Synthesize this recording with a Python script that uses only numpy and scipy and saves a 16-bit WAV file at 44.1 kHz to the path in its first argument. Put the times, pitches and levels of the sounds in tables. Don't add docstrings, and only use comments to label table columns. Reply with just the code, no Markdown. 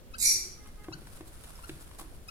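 import sys
import numpy as np
from scipy import signal
from scipy.fft import rfft, irfft
from scipy.io import wavfile
from scipy.ndimage import uniform_filter1d

SR = 44100
rng = np.random.default_rng(int(sys.argv[2]) if len(sys.argv) > 2 else 0)


def boost_factor(decibels):
    exponent = np.asarray(decibels, float) / 20
    return 10 ** exponent


def materialize(psi):
    bounded = np.clip(np.atleast_2d(psi).T, -1, 1)
    quanta = np.round(bounded * 32767).astype(np.int16)
    wavfile.write(sys.argv[1], SR, quanta)


N = 101429

# (time [s], level [dB], pitch [Hz])
SCREECH_PATH = [
    (.178, -52, 1194),
    (0.185, -35, 1176),
    (0.201, -32.5, 1166),
    (0.215, -26, 1153),
    (0.241, -28, 1145),
    (0.275, -40, 1130),
    (0.297, -40.5, 1143),
    (0.324, -44, 1136),
    (0.345, -74, 1139),
]
# (centre [Hz], width [Hz], level [dB], left over right [dB], late opening [s])
THROAT_RESONANCES = [(2256, 960, -9, -3, 0.013), (3840, 420, -13, -6, 0.006), (4550, 690, -4.5, -5, 0.016),
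                     (5676, 570, -0.5, -2, 0.05), (6910, 1300, -4, -21, 0.016),
                     (7570, 1200, -14, -27, 0.0055), (8510, 1300, -6.5, -19.5, 0.027),
                     (9270, 960, -9, -20, 0.0056), (10420, 890, -7.5, -13.5, 0.044),
                     (11530, 750, -7, -1, 0.05), (12900, 2800, -9.5, 0, 0.0022),
                     (5287, 2720, -3.5, -20.5, 0.037), (6980, 250, -9.5, -2, 0.01)]
# (frequency [Hz], level [dB])
BEAK_HOLLOWS = [(1300, -8), (1800, 0.5), (2550, 0.5), (2800, -9), (3500, -10), (3850, 0.5)]
RASP_BAND = [4040, 11700]

# (time [s], level [dB], low pitch [Hz], high pitch [Hz], brightness [dB per octave])
PEEP_CALLS = [
    (.136, -42, 1294, 1566, -3.5),
    (.9235, -42, 1328, 1508, -1),
    (1.636, -48, 1331, 1444, -7.5),
    (2.284, -42, 1276, 1480, -0.5),
]
# (length [s], pitch step [share of length], second half [dB],
# fade of top partials [dB], lean from third to fourth partial [dB])
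PEEP_SINGING = [
    (.026, 0.487, -4.5, -24, -0.5),
    (0.0222, .5, 0.5, 1, -1.5),
    (0.017, 0.48, 3, 4, 0),
    (0.0232, .52, -9, -15, 4.5),
]
# (frequency [Hz], level [dB])
PEEP_SPECTRUM = [(1300, 2), (2700, 4.5), (3000, -5.5), (4000, -1.5), (4500, 6.5), (5300, 0.5), (6000, 5),
                 (7000, -16)]

# (time [s], level [dB], brightness [dB])
TUB_KNOCKS = [
    (0.884, -33.5, 7),
    (1.207, -39.5, 9),
    (1.694, -36.5, -3),
    (2.013, -47.5, 17),
]
# (frequency [Hz], level [dB], t60 [s])
TUB_MODES = [(129, -31, 0.074), (323.5, 0, 0.2), (266, -5, 0.016), (750, -10.5, 0.04), (1050, 0, 0.0074),
             (1474, -13, 0.011), (2100, -29.5, 0.026), (3370, -29, 0.014)]
# (time [s], level [dB], ring [Hz], snap [dB], t60 [s])
TICKS = [(0.659, -51.5, 1100, 3, 0.041), (0.843, -52.5, 1570, 7.5, 0.034),
         (0.918, -40, 1010, -35, 0.011), (0.923, -44.5, 900, -35, 0.015),
         (1.018, -42.5, 390, -8, 0.025), (1.071, -46, 930, 5.5, 0.017), (1.441, -60.5, 1330, 18, 0.033),
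         (1.209, -49.5, 2540, 7, 0.015), (1.557, -49, 5300, -30, .04), (1.59, -45.5, 1050, -4, 0.035),
         (1.694, -37, 1630, 5.5, 0.019), (1.913, -43, 1050, -1, 0.02), (1.986, -51, 1000, 5, 0.013),
         (1.9905, -44, 795, -1, 0.015), (1.996, -37, 1107, -2.5, 0.021), (2.009, -45, 780, -2, 0.028),
         (2.022, -49, 930, -4, .027), (2.031, -56, 970, -20, 0.016), (2.046, -51, 1040, -17, .027),
         (2.126, -50, 720, -36, .027)]

# (time [s], level [dB], decay [s])
CRUNCHES = [(0.839, -43.5, 0.01), (0.905, -51, 0.0053), (1.162, -41.5, 0.02), (1.277, -37, 0.015),
            (1.341, -44, 0.014), (1.439, -41.5, 0.026), (1.556, -80, 0.017), (1.63, -46.5, 0.044),
            (1.683, -40.5, 0.051), (1.808, -39, 0.026), (1.991, -30.5, 0.016), (2.015, -38.5, 0.015),
            (2.115, -66, 0.015), (2.282, -42, 0.034)]
# (frequency [Hz], level [dB])
CRUNCH_SPECTRUM = [(1470, 8), (2500, -11), (3930, 7.5), (4580, 4), (6090, 2), (9210, 11.5), (15600, -0.5)]
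# (time [s], level [dB])
RUSTLE_PATH = [(.1, -73.5), (0.131, -58), (.22, -64), (.45, -58), (.6, -62.5), (.67, -59), (.76, -64.5),
               (1.0, -61), (1.159, -54), (1.23, -61), (1.45, -53.5), (1.6, -53.5), (1.83, -57.5),
               (2.048, -57), (2.2, -63.5)]
# (frequency [Hz], level [dB])
RUSTLE_SPECTRUM = [(410, -20), (700, -12.5), (797, -16), (1430, -13), (1900, -20.5), (5460, -22),
                   (6290, -25), (9920, -14.5), (15600, -31.5)]

# (time [s], length [s], level [dB])
HORN_BLASTS = [
    (.56, .14, -69),
    (.76, .125, -67),
]
# (multiple of the pitch, level [dB])
HORN_PARTIALS = [(1, -1.5), (2, -1.5), (3, 2.5), (4, -3.5), (5, -1.5)]
# (time [s], length [s], pitch [Hz], level [dB])
LOW_DRONES = [
    (0, 0.19, 523, -68),
    (0.016, 0.48, 221, -64),
    (0.281, 0.246, 350.5, -60),
    (0.554, 0.28, 245, -69),
    (2.009, 0.083, 307, -59.5),
    (0.88, 0.085, 133, -49),
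    (1.69, 0.095, 130, -53.5),
]

# (frequency [Hz], level [dB])
HUM_SPECTRUM = [(20, 19.5), (55, 9.5), (130, 1), (230, -3.5), (500, -7), (800, -15.5), (2500, -20),
                (15600, -29)]
# (frequency [Hz], likeness [0-1])
PORT_LIKENESS = [(40, 0.67), (200, 0.85), (550, 0.52), (1300, 0.176), (5000, 0.19), (15000, 0.42)]
# (frequency [Hz], phase [rad])
PORT_PHASE = [(40, 0.25), (300, 0.28), (700, 1.14), (1300, 1.66), (2500, 0.59), (15000, 6.1)]
LEFT_LAG = {"cry": 0.000181, "peep": 0.00027, "tap": 0.00011, "shavings": 0.00016}
# (frequency [Hz], t60 [s])
ROOM_T60 = [(300, 0.69), (1500, 0.61), (2500, 0.52), (5700, 0.48), (8000, 0.41), (12000, 0.38)]


def evened(x):
    return x / np.sqrt(np.mean(x ** 2) + 1e-20)


def wander(noise, size):
    return evened(uniform_filter1d(uniform_filter1d(noise, size=size), size=size))


def read(points, hz):
    f, value = np.transpose(points)
    return np.interp(np.log(hz + 1), np.log(f + 1), value)


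def add(mix, s, sound):
    part = mix[..., max(round(s * SR), 0):][..., :sound.shape[-1]]
    part += sound[..., :part.shape[-1]]


def sides(db):
    return boost_factor(np.array([[db / 2], [-db / 2]]))


def filtered(x, tone):
    hz = np.fft.rfftfreq(x.shape[-1], 1 / SR)
    return irfft(rfft(x) * boost_factor(read(tone, hz)), x.shape[-1])


def resonate(x, hz, width):
    turn = np.exp(2j * np.pi * np.cumsum(hz * np.ones(len(x))) / SR)
    r = np.exp(-np.pi * width / SR)
    smoother = [[(1 - r) ** 2, 0, 0, 1, -2 * r, r * r]] * 2
    return 2 * (turn * signal.sosfilt(smoother, x / turn)).real


def screech_drive(t, hz):
    jitter, roughness, crackle_db = 0.25, 0.53, 2.5
    motion, breath = rng.standard_normal((2, N))
    turns = np.cumsum(hz * (1 + jitter * 5 * uniform_filter1d(motion, size=400))) / SR
    folds = sum(np.cos(2 * np.pi * k * turns) for k in range(1, 14))
    puffs = (0.27 + np.exp(-(turns % 1) / 0.073)) * breath
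    drive = (1 - roughness) * evened(folds) + roughness * evened(puffs)
    return drive * boost_factor(crackle_db * wander(motion[::-1], 70))


def screech():
    ragged_db, throat_wander = 2.5, 0.013
    rasp_db, burst_db, burst_s = -4, -58, 0.26
    t = np.arange(N) / SR
    s, db, hz = np.transpose(SCREECH_PATH)
    drive = screech_drive(t, np.interp(t, s, hz))

    burst_gain = boost_factor(burst_db - 60 * abs(t - burst_s) / 0.39) * np.clip((t - burst_s) / 0.00125, 0, 1)
    burst = burst_gain * evened(resonate(drive, 7260, 3500))

    rasp_filter = signal.butter(5, RASP_BAND, "band", fs=SR, output="sos")
    rasp_gain = boost_factor(rasp_db + np.interp(t, s, db, -150, -150))
    rasp = rasp_gain * evened(signal.sosfilt(rasp_filter, drive))

    wavers = wander(rng.standard_normal((len(THROAT_RESONANCES), N)), 500)
    throat = np.zeros((2, N))
    for (centre_hz, width, level_db, pan_db, late), waver in zip(THROAT_RESONANCES, wavers):
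        effort_db = np.interp(t - late, s, db, -150, -150)
        moving_hz = centre_hz * (1 + throat_wander * np.roll(waver, N // 2))
        gain = boost_factor(level_db + ragged_db * waver + effort_db)
        throat += sides(pan_db) * gain * evened(resonate(drive, moving_hz, width))
    return filtered(sides(-9.0) * (burst + rasp / 2) + throat / 2, BEAK_HOLLOWS)


def peeps():
    waver_db, glide, pan_db = 3, 0.091, 6
    echo_s, echo_db = 0.019, -7.5
    out = np.zeros((2, N))
    phases = rng.random((len(PEEP_CALLS), 2, 7))
    for call, singing, (waver_phase, start_phase) in zip(PEEP_CALLS, PEEP_SINGING, phases):
        start, db, low_hz, high_hz, tilt_db = call
        length, step, late_db, fade_db, lean_db = singing
        u = np.arange(0, length, 1 / SR) / length
        up = 1 / (1 + np.exp((step - u) / glide * 2))
        hz = low_hz + (high_hz - low_hz) * up
        turns = np.cumsum(hz) / SR
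        voice = 0
        for k in range(1, 6):
            level_db = read(PEEP_SPECTRUM, k * hz) + tilt_db * np.log2(k) + fade_db * up * (k > 3)
            level_db = level_db + lean_db * ((k == 4) - 1. * (k == 3))
            level_db = level_db + waver_db * np.sin(2 * np.pi * (0.84 * u + waver_phase[k]))
            voice = voice + boost_factor(level_db) * np.cos(2 * np.pi * (k * turns + 0.47 * start_phase[k]))
        break_gain = 1 - 0.38 * np.exp(-((u - step) / 0.063) ** 2)
        peep = boost_factor(db + late_db * up) * break_gain * np.sin(np.pi * u) ** .5 * evened(voice)
        echo = boost_factor(echo_db) * uniform_filter1d(peep, size=9)
        add(out, start, sides(pan_db) * peep)
        add(out, start + echo_s, np.tile(echo, (2, 1)))
    return out


def tub_knocks():
    hold_s, damped_t60 = 0.012, 0.0048
    out, t = np.zeros((2, N)), np.arange(5000) / SR
    damp_db = -60 * np.maximum(t - hold_s, 0) / damped_t60
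    onset = np.minimum(t / 0.0011, 1)
    for s, db, bright_db in TUB_KNOCKS:
        for hz, level_db, t60 in TUB_MODES:
            mode_db = db + level_db + bright_db * np.log2(hz / 315) / 2
            gain = boost_factor(mode_db - 60 * t / t60 + damp_db) * onset
            add(out, s, -gain * np.sin(2 * np.pi * hz * t))
    return out


def ticks():
    out, t = np.zeros((2, N)), np.arange(5000) / SR
    noises = rng.standard_normal((len(TICKS), 5000))
    for (s, db, hz, snap_db, t60), noise in zip(TICKS, noises):
        ring = boost_factor(-60 * t / t60) * np.sin(2 * np.pi * hz * t)
        snap_gain = boost_factor(-6.5 + snap_db - 60 * t / (1.6 * t60))
        snap = snap_gain * evened(resonate(noise, 1680, 8600))
        add(out, s, boost_factor(db) * (ring + snap))
    return out


def shavings():
    grains_per_s, grain_db = 7400, 4
    t = np.arange(N) / SR
    s, db = np.transpose(RUSTLE_PATH)
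    size = boost_factor(grain_db * np.minimum(rng.exponential(1, (3, N)), 5))
    falls = rng.random((3, N)) < grains_per_s / SR
    grains = size * falls * rng.standard_normal((3, N))
    grains = grains[:2] + 0.46 * grains[2]

    flicker = boost_factor(0.9 * wander(rng.standard_normal(N), 900))
    rustle = evened(filtered(grains, RUSTLE_SPECTRUM)) * boost_factor(np.interp(t, s, db)) * flicker

    crunch_gain = np.zeros(N)
    for start, level_db, length in CRUNCHES:
        decay = np.exp(-np.maximum(t - start, 0) / abs(length))
        crunch_gain += boost_factor(level_db - 12.0) * decay * np.clip((t - start) / 0.0081 + 1, 0, 1)
    other_grains = np.roll(grains, N // 2, axis=1)
    return rustle + evened(filtered(other_grains, CRUNCH_SPECTRUM)) * crunch_gain


def horn():
    pitch_hz, waver_db, waver_hz = 417, 5, 13
    out = np.zeros((2, N))
    for start, length, db in HORN_BLASTS:
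        t = np.arange(0, length, 1 / SR)
        swell = np.clip(np.minimum(t / 0.033, (length - t) / 0.0069), 0, 1)
        for k, partial_db in HORN_PARTIALS:
            level_db = db + partial_db + waver_db * np.sin(2 * np.pi * waver_hz * t + 2 * k)
            add(out, start, swell * boost_factor(level_db) * np.sin(2 * np.pi * k * pitch_hz * t + k * k))
    return out


def low_drones():
    out = np.zeros((2, N))
    noises = rng.standard_normal((len(LOW_DRONES), SR))
    for (start, length, hz, db), noise in zip(LOW_DRONES, noises):
        u = np.arange(SR // 2) / SR / length
        swell = np.clip(np.minimum(u, 1 - u) / 0.077, 0, 1)
        drone = evened(resonate(noise, hz, 70)[SR // 2:])
        add(out, start, boost_factor(db) * swell * drone)
    return out


def hum():
    hum_db, patch_db = -48.5, 0.79
    frames, hz = N // 256 + 5, np.fft.rfftfreq(1024, 1 / SR)
    a, b, c, d, patches = rng.standard_normal((frames, 513, 5)).T
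    patches = uniform_filter1d(patches, size=10, axis=0)
    patches = evened(uniform_filter1d(patches, size=12, axis=1))
    same = np.clip(read(PORT_LIKENESS, hz), -1, 1)[:, None]
    phase = np.exp(-1j * read(PORT_PHASE, hz))[:, None]
    left = a + 1j * b
    right = phase * (same * left + np.sqrt(1 - same ** 2) * (c + 1j * d))
    z = np.array([left, right]) * boost_factor(read(HUM_SPECTRUM, hz)[:, None] + patch_db * patches)
    return boost_factor(hum_db) * evened(signal.istft(z, nperseg=1024, noverlap=768)[1][:, :N])


def room(x):
    gap_s, build_s = 0.0026, 0.0094
    reflections = np.zeros((2, SR))
    at = np.arange(0, SR - 20, 20) + rng.integers(0, 20, (2, (SR - 1) // 20))
    np.put_along_axis(reflections, at, rng.choice([-1., 1.], at.shape), 1)
    hz, t, z = signal.stft(reflections, SR, nperseg=256)
    z[1] += (z[0] - z[1]) * np.clip(1 - hz / 900, 0, 1)[:, None]
    z = z * boost_factor(-60 * t / read(ROOM_T60, hz)[:, None])
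    tail = signal.istft(z, SR, nperseg=256)[1][:, :SR]
    tail = tail * np.clip((np.arange(SR) / SR - gap_s) / build_s, 0, 1)
    tail = tail / np.linalg.norm(tail[0])
    return signal.fftconvolve(x.mean(0)[None], tail, axes=1)[:, :N]


def lagged(x, lag_s):
    hz = np.fft.rfftfreq(N, 1 / SR)
    left = irfft(rfft(x[0]) * np.exp(-2j * np.pi * hz * lag_s), N)
    return np.array([left, x[1]])


def scene():
    cry_wet_db, peep_wet_db, tap_wet_db = 5, -13, -9
    cry, peep = screech(), peeps()
    tap = tub_knocks() + ticks()
    far = horn() + low_drones()
    wet = room(boost_factor(cry_wet_db) * cry + boost_factor(peep_wet_db) * peep + boost_factor(tap_wet_db) * tap + far / 2)
    near = {"cry": cry, "peep": peep, "tap": tap, "shavings": shavings()}
    direct = sum(lagged(x, LEFT_LAG[name]) for name, x in near.items())
    return direct + far + wet + hum()


def low_pass(x):
    return signal.sosfilt(signal.butter(12, 15780, fs=SR, output="sos"), x)


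def record(dry):
    return low_pass(dry)


dry = scene()
out = record(dry)
materialize(out)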